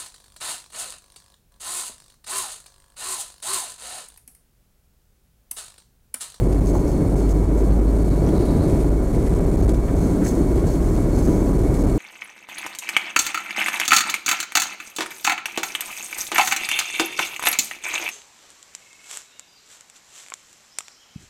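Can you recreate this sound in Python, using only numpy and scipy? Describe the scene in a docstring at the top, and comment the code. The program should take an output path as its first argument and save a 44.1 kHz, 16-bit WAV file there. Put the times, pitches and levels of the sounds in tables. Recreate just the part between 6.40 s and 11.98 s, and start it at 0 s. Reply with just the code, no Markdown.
"""Inside an airliner on its takeoff roll. Out-of-round tyres force the airframe into an ever faster throb
under the broadband rumble of runway and jets. The engine fans whine and buzz at harmonics of slightly
different shaft speeds, air hisses, and the cabin trim sizzles, rattles and ticks. The deepest bass
overloads the microphone, which chokes everything else for a few milliseconds at a time."""
import sys
import numpy as np
from scipy import signal
from scipy.fft import rfft, irfft
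from scipy.io import wavfile
from scipy.ndimage import uniform_filter1d

SR = 44100
rng = np.random.default_rng(int(sys.argv[2]) if len(sys.argv) > 2 else 0)


def unload_wav(signal):
    """Save mono or channel-first audio to the path in sys.argv[1] as 16-bit WAV at rate SR, clipped to [-1, 1]."""
    wavfile.write(
        sys.argv[1],
        SR,
        np.round(np.clip(np.atleast_2d(signal).T, -1, 1) * 32767).astype(np.int16),
    )


N = 246078
TIME, FREQ = np.arange(N) / SR, np.fft.rfftfreq(N, 1 / SR)
FROM_MIDDLE_S = TIME - TIME.mean()

# runway roughness, which drives the rumble and shakes the trim: time_s, level_db
RUNWAY_ROUGHNESS = [(0, -0.1), (.4, -0.5), (.57, 1), (.9, -1), (1.28, 0.4), (1.46, -1), (1.75, 0.9),
                    (2.05, 3.5), (2.38, 1.5), (2.57, -1), (3.25, 1.5), (3.42, -2.5), (3.6, 1.5),
                    (4.05, 0.3), (4.55, 0.5), (4.95, 1), (5.58, 1.4)]


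def gain_of(db):
    """Decibels as an amplitude ratio."""
    return 10 ** (np.asarray(db) / 20)


def unit_rms(x):
    """The signal normalised to rms 1."""
    return x / np.sqrt(np.mean(x ** 2) + 1e-20)


def contour(points):
    """Linear interpolation of (time_s, level_db) points at every sample."""
    return np.interp(TIME, *np.transpose(points))


def spectrum(points):
    """Spectral envelope in dB, interpolated over log frequency."""
    hz, db = np.transpose(points)
    return np.interp(np.log(FREQ + 1), np.log(hz + 1), db)


def resonance(centre_hz, width_hz):
    """A resonance peak in dB, with its width taken at half amplitude."""
    return -20 * np.log10(1 + (2 * (FREQ - centre_hz) / width_hz) ** 2)


def noise(spectrum_db):
    """Gaussian noise of rms 1, filtered to the given spectral shape."""
    return unit_rms(irfft(rfft(rng.standard_normal(N)) * gain_of(spectrum_db), N))


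def drift(rate_hz):
    """Random modulation: noise of rms 1, low-passed at the given rate."""
    return noise(-20 * np.log10(1 + (FREQ / rate_hz) ** 4))


def tone(cycles, fade_db):
    """A sinusoid of rms 1 with random amplitude modulation."""
    return unit_rms(gain_of(fade_db * drift(18)) * np.cos(2 * np.pi * (cycles + rng.random())))


def bursts(peaks, rise_s, fall_s):
    """Envelope of events that grow and decay exponentially; being incoherent, they add in power."""
    return np.sqrt(sum((gain_of(db) * np.exp(-np.maximum((s - TIME) / rise_s, (TIME - s) / fall_s))) ** 2
                       for s, db in peaks))


def impact(start_s, rise_s, t60_s):
    """Envelope of a damped vibration: a quick rise, then exponential decay."""
    age = np.maximum(TIME - start_s, 0)
    return (1 - np.exp(-age / rise_s)) * gain_of(-60 * np.minimum(age / t60_s, 2))


def treble_dips():
    """Amplitude modulation for the high sounds, which dip or lift briefly."""
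    dips = [(0.214, 0.05, 0.5), (1.08, 0.095, -2.7), (1.43, 0.077, -1.5), (2.578, 0.076, -1.5),
            (3.413, .08, -2), (4.243, .04, -1), (4.68, .08, -0.5)]  # brief level changes: centre_s, length_s, change_db
    return gain_of(sum(db / (1 + ((TIME - s) * 2 / length) ** 4) for s, length, db in dips))


def air(hiss_db=-49.5, hiss_db_per_s=0.7, rush_db=-57.0, rush_db_per_s=1.5, surge_db=-1.5):
    """Flow noise grows with airspeed: a hiss and a rush along the fuselage; a narrower hiss surges."""
    hiss_shape = [(1470, -28), (2500, -24), (2660, -2), (3450, 1.5), (4140, 3.5), (4340, 2), (4720, -0.5),
                  (6460, 8), (8310, 6.5), (8700, 7.5), (9390, 2.5), (11100, 2.5), (15600, -4.5)]  # steady air hiss: frequency_hz, density_db
    rush_shape = [(500, -28), (1100, 1), (1550, 16), (2300, -4), (2900, -26), (5000, -47)]  # airflow along the fuselage: frequency_hz, density_db
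    surge_shape = [(2500, -13), (3500, -9), (3850, 5), (4400, 1), (5000, -6), (6500, -16)]  # hiss around 4 kHz: frequency_hz, density_db
    surges = [(1.72, -53), (1.98, -46), (2.1, -48.5), (2.24, -50)]  # surges of that hiss: peak_s, level_db
    hiss = noise(spectrum(hiss_shape)) * gain_of(hiss_db + hiss_db_per_s * FROM_MIDDLE_S)
    rush = noise(spectrum(rush_shape)) * gain_of(rush_db + rush_db_per_s * FROM_MIDDLE_S)
    surge = noise(spectrum(surge_shape)) * bursts(surges, rise_s=0.054, fall_s=0.085)
    return hiss + rush + surge * gain_of(surge_db)


def trim(level_db=-54.0, db_per_s=-0.06, coupling=1.2, grain_db=3.0, chatter_db=1.4, unsteady_db=1.3):
    """Friction noise: the cabin trim chafes in tiny grains, harder on rough runway and at each jolt."""
    sizzle_shape = [(1200, -43), (2000, 10), (3000, -0.5), (4800, 1.5), (6400, 0.5), (7800, 4), (9300, 2.5),
                    (11000, 3), (13000, -6), (15500, -35.5)]  # chafing trim: frequency_hz, density_db
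    jolts = [(.13, -47), (.33, -50), (.8, -49), (1.24, -54), (1.87, -48), (2.3, -48), (2.39, -45),
             (2.75, -47), (2.87, -46), (3.06, -54), (3.29, -51), (4.18, -46.5), (4.32, -50), (4.56, -44.5),
             (4.79, -44), (4.87, -46), (5.35, -47)]  # jolts of the trim: peak_s, level_db
    runway_db = coupling * contour(RUNWAY_ROUGHNESS)
    shaken = gain_of(level_db + db_per_s * FROM_MIDDLE_S + runway_db + unsteady_db * drift(9.7))
    jolted = bursts(jolts, rise_s=0.014, fall_s=0.034)
    grains = unit_rms(gain_of(grain_db * drift(700) + chatter_db * drift(37)))
    return noise(spectrum(sizzle_shape)) * grains * np.hypot(shaken, jolted)


def rasps(half_width_hz=170, grain_db=-2.0):
    """Stick-slip friction: a rubbing fitting slips in tiny steps that ring one gliding resonance."""
    rubs = [(1.982, .07, -54, 3900, 4550), (2.056, 0.043, -53, 4230, 3900), (2.202, .048, -53, 4000, 4450)]  # rubs of the fitting: start_s, length_s, level_db, start_hz, end_hz
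    out = np.zeros(N)
    for s, length, db, start_hz, end_hz in rubs:
        progress = np.clip((TIME - s) / length, 0, 1)
        phase = 2 * np.pi * np.cumsum(start_hz + (end_hz - start_hz) * progress) / SR
        ring = drift(half_width_hz) * np.cos(phase) + drift(half_width_hz) * np.sin(phase)
        out += ring * gain_of(db) * 2 * np.sqrt(progress * (1 - progress))
    return out * unit_rms(gain_of(grain_db * drift(200)))


def panel(chatter_db=-1.6, shift_db=4.0):
    """Bouts of tiny impacts excite a loose panel's modes; as the contact shifts, different ones ring."""
    modes = [(4290, 140, -13), (5630, 70, -18), (6362, 50, -5.5), (6450, 500, -6), (6620, 60, -13),
             (7630, 200, -8.5), (7900, 60, -16)]  # panel resonances: centre_hz, width_hz, level_db
    rattles = [(0.25, 0.07, -46), (0.333, 0.092, -49.5), (0.464, 0.085, -49.5), (0.753, 0.086, -49.5),
               (0.888, 0.05, -44), (1.17, 0.053, -51), (3.2, 0.065, -54), (3.553, 0.18, -49.5),
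               (3.835, 0.1, -41), (3.865, 0.032, -44), (3.95, 0.068, -49.5), (4.259, 0.11, -46),
               (4.422, 0.19, -52), (4.72, 0.32, -47), (5.34, 0.052, -53.5), (5.385, .065, -48.5)]  # bouts of rattling: start_s, length_s, level_db
    panel_shape = [(2500, -15), (3800, -14.5), (5000, -5), (6400, -4), (7600, -3.5), (9200, -8),
                   (11300, -8), (13000, -15), (15500, -12)]  # broadband part of the rattle: frequency_hz, density_db
    ring = sum(noise(resonance(hz, width)) * gain_of(db) * unit_rms(gain_of(shift_db * drift(18)))
               for hz, width, db in modes)
    # each bout starts fast and ebbs
    bouts = sum(gain_of(db) * np.interp(TIME, s + length * np.array([0, .15, .6, 1.3]), [0, 1, .8, 0])
                for s, length, db in rattles)
    return (noise(spectrum(panel_shape)) + ring) * bouts * gain_of(chatter_db * drift(90))


def ticks(gain_db=1.0):
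    """Plastic edges snap together; so short an impulse has a broad spectrum and no pitch."""
    snaps = [(0.89, -43, 0), (1.888, -38, -5), (2.101, -47, -4), (2.297, -42, 1), (2.431, -46, -10),
             (2.827, -44, 1), (2.866, -43, -2), (2.89, -44, 5), (3.292, -34, -1), (3.343, -39, -4),
             (3.864, -40, 0), (3.95, -41, 3), (4.268, -43, 3), (5.341, -41, 2), (5.497, -39, -1)]  # snaps of the trim: start_s, level_db, tilt_db_per_octave
    tick_shape = [(800, -12), (2000, -1), (3500, 0), (5500, -5), (8000, 4), (11000, -4), (15500, -18)]  # one snap: frequency_hz, density_db
    octaves = np.log2(np.maximum(FREQ, 1000))
    out = np.zeros(N)
    for s, db, tilt in snaps:
        crack = noise(spectrum(tick_shape) + tilt * octaves)
        out += crack * impact(s, rise_s=0.00046, t60_s=0.044) * gain_of(db + gain_db)
    return out


def fittings(gain_db=5.5, rise_s=0.002):
    """Damped resonance: each knock of a cabin fitting dies quickly in one broad band."""
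    knocks = [(0.348, -30, 840, 400, 0.12), (1.202, -21.5, 350, 200, 0.19), (1.863, -43, 5850, 700, 0.064),
              (2.87, -45, 1800, 1000, 0.055), (3.481, -40.5, 1630, 1000, 0.1),
              (3.815, -44, 1500, 900, 0.24), (3.86, -38, 1770, 800, 0.056), (3.984, -17, 281, 128, 0.16),
              (4.874, -19.5, 298, 149, 0.12)]  # knocks of the fittings: start_s, level_db, centre_hz, width_hz, t60_s
    return sum(noise(resonance(hz, width)) * impact(s, rise_s, t60) * gain_of(db + gain_db)
               for s, db, hz, width, t60 in knocks)


def fan_buzz(waver=0.00086, flutter=0.0015, fade_db=2.5, db_per_s=0.7):
    """Two fans buzz at shaft harmonics, slowly louder; turbulence modulates pitch and level."""
    shafts_hz = (109.3, 110.35)  # speeds of the two nearest fans: shaft_hz
    orders = (9, 10, 11, 12, 13, 15, 17, 18, 19, 20, 21, 23)  # shaft harmonics that buzz: harmonic_number
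    order_levels = [(-49.6, -72), (-56, -61), (-56.5, -74), (-74, -61), (-60, -74), (-66, -78), (-68, -78),
                    (-67.5, -78), (-73, -74), (-61, -63), (-62.5, -70), (-74, -80)]  # strength of each harmonic: first_fan_db, second_fan_db
    out = np.zeros(N)
    for hz, levels in zip(shafts_hz, np.transpose(order_levels)):
        turns = np.cumsum(hz * (1 + waver * drift(4.2) + flutter * drift(50))) / SR
        for order, db in zip(orders, levels):
            out += gain_of(db) * tone(order * turns, fade_db)
    return out * gain_of(db_per_s * FROM_MIDDLE_S)


def fan_blades(blade_count=40, waver=0.00084, flutter=0.000966, fade_db=4.5, sway_db=1.0, swell_s=.045):
    """Fans whistle at the blade-passing frequency and whine at twice and three times it, in swells."""
    blade_tones = [(109.3, -65.7, -63.2, -73.5), (109.85, -69.5, -65.3, -77), (110.35, -69, -68, -78)]  # each fan's tones: shaft_hz, fundamental_db, second_db, third_db
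    whistle_swells = [(.34, -2), (.66, -1), (.8, -3), (1.32, -9), (1.66, -4), (2.46, -7)]  # swells of the fundamental: peak_s, relative_db
    whine_swells = [(.35, 1), (.74, 6), (2.15, 4), (2.26, 1), (5.35, -2)]  # swells of the second harmonic: peak_s, relative_db
    swells = [1 + bursts(whistle_swells, swell_s, swell_s), 1 + bursts(whine_swells, swell_s, swell_s), 1]
    out = np.zeros(N)
    for hz, *levels in blade_tones:
        passes = np.cumsum(blade_count * hz * (1 + waver * drift(4.25) + flutter * drift(57))) / SR
        for harmonic, db, swell in zip((1, 2, 3), levels, swells):
            out += gain_of(db) * swell * tone(harmonic * passes, fade_db)
    return out * unit_rms(gain_of(sway_db * drift(4.7)))


def gear_bumps(half_width_s=.003, gain_db=-10.5):
    """Each landing-gear bump is one deep, one-sided push of pressure; written here as the push and pull that
    remain once the bass is cut."""
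    bumps = [.238, 1.063, 1.383, 1.442, 2.539, 2.824, 3.255, 3.363, 4.059, 4.39, 4.485, 5.207, 5.462]  # bumps of the gear: centre_s
    offsets = ((TIME - s) / half_width_s for s in bumps)
    return gain_of(gain_db) * sum(-x * np.exp(-np.minimum(x ** 2 / 2, 50)) for x in offsets)


def rumble(level_db=-19.5, lumpy_db=0.83):
    """Transmission through the cabin wall leaves the lows of runway and jet roar, lumpy with the road."""
    rumble_shape = [(20, -25.5), (40, -7.5), (62, 0), (110, -0.5), (140, -3.5), (178, -1.5), (222, -6),
                    (295, -0.5), (345, -5.5), (385, -3.5), (460, -12), (660, -16), (780, -22.5),
                    (1250, -33.5), (2200, -45), (2800, -54.5), (6000, -67)]  # roar inside the cabin: frequency_hz, density_db
    roar = noise(spectrum(rumble_shape))
    return roar * gain_of(level_db + contour(RUNWAY_ROUGHNESS) + lumpy_db * drift(19.6))


def wheels(start_hz=16.08, hz_per_s=.67, wander_turns=0.009, once_db=-33.5,
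           tyre_lag=.047, in_step_s=3.3, tyre_db=-30.5, tyre_db_per_s=2.0):
    """Forced vibration: out-of-round tyres shake the airframe once, twice and three times a turn."""
    twice_levels = [(0, -41), (.4, -24), (1, -34.5), (2.5, -22.5), (3.1, -18), (3.9, -26), (4.4, -19.5),
                    (5.58, -19)]  # throb at twice a turn: time_s, level_db
    thrice_levels = [(0, -17.5), (.2, -12.5), (.39, -18), (.46, -30), (.62, -24), (.71, -15.5),
                     (1.5, -12.5), (1.9, -20), (2.15, -27), (2.35, -17.5), (3, -21), (3.32, -15),
                     (3.9, -31), (4.1, -19.5), (5.58, -32)]  # main drone, at three times a turn: time_s, level_db
    turns = np.cumsum(start_hz + hz_per_s * TIME) / SR + wander_turns * drift(0.98)
    once, twice, thrice = 2 * np.pi * (np.outer([1, 2, 3], turns) + rng.random((3, 1)))
    # a slightly larger tyre turns more slowly and beats against the drone, louder with speed
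    turns_behind = tyre_lag * (turns - np.interp(in_step_s, TIME, turns))
    larger_tyre = np.cos(thrice - 2 * np.pi * 3 * turns_behind)
    return (gain_of(once_db) * np.cos(once)
            + gain_of(contour(twice_levels)) * np.cos(twice)
            + gain_of(contour(thrice_levels)) * np.cos(thrice)
            + gain_of(tyre_db + tyre_db_per_s * FROM_MIDDLE_S) * larger_tyre)


def overload(pressure, squash=.8, recovery_s=.001, cling=.5):
    """Asymmetric clipping; after a long overload the microphone briefly dulls and clings to its limit."""
    limits = (-.93, .77)  # overload pressures: lower_full_scale, upper_full_scale
    excess = pressure - np.clip(pressure, *limits)
    clipped = pressure - squash * excess
    leak = np.exp(-1 / (recovery_s * SR))
    charge = signal.lfilter([1 - leak], [1, -leak], (excess != 0) * 1.)
    stuck = np.interp(charge, [.72, .93], [0, 1])
    dull = uniform_filter1d(uniform_filter1d(clipped, size=17), size=13)
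    held = dull + cling * (np.where(pressure < 0, *limits) - dull)
    return clipped + stuck * (held - clipped)


def scene():
    """Superposition of all sources at the window seat."""
    dips = treble_dips()
    engines = fan_buzz() + fan_blades() * dips ** 2
    cabin = (air() + trim()) * dips + panel() + fittings() + ticks() + rasps()
    return (wheels() + gear_bumps() + rumble() + engines + cabin)[None]


def record(dry, bass_cut_hz=160, ceiling=.49, band_edge_hz=15750):
    """The microphone saturates ahead of its high-pass filter; soft limiting and a low-pass follow."""
    bass_cut = (3 + 1j * FREQ) / (bass_cut_hz + 1j * FREQ)
    pressure = irfft(rfft(dry) / bass_cut, N)  # ahead of the cut, deep bass is far stronger
    heard = irfft(rfft(overload(pressure)) * bass_cut, N)
    rounded = heard / (1 + (heard / ceiling) ** 12) ** (1 / 12)
    low_pass = signal.firwin(511, band_edge_hz, window=("kaiser", 9), fs=SR)
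    return signal.oaconvolve(rounded, low_pass[None], "same")


dry = scene()
out = record(dry)
unload_wav(out)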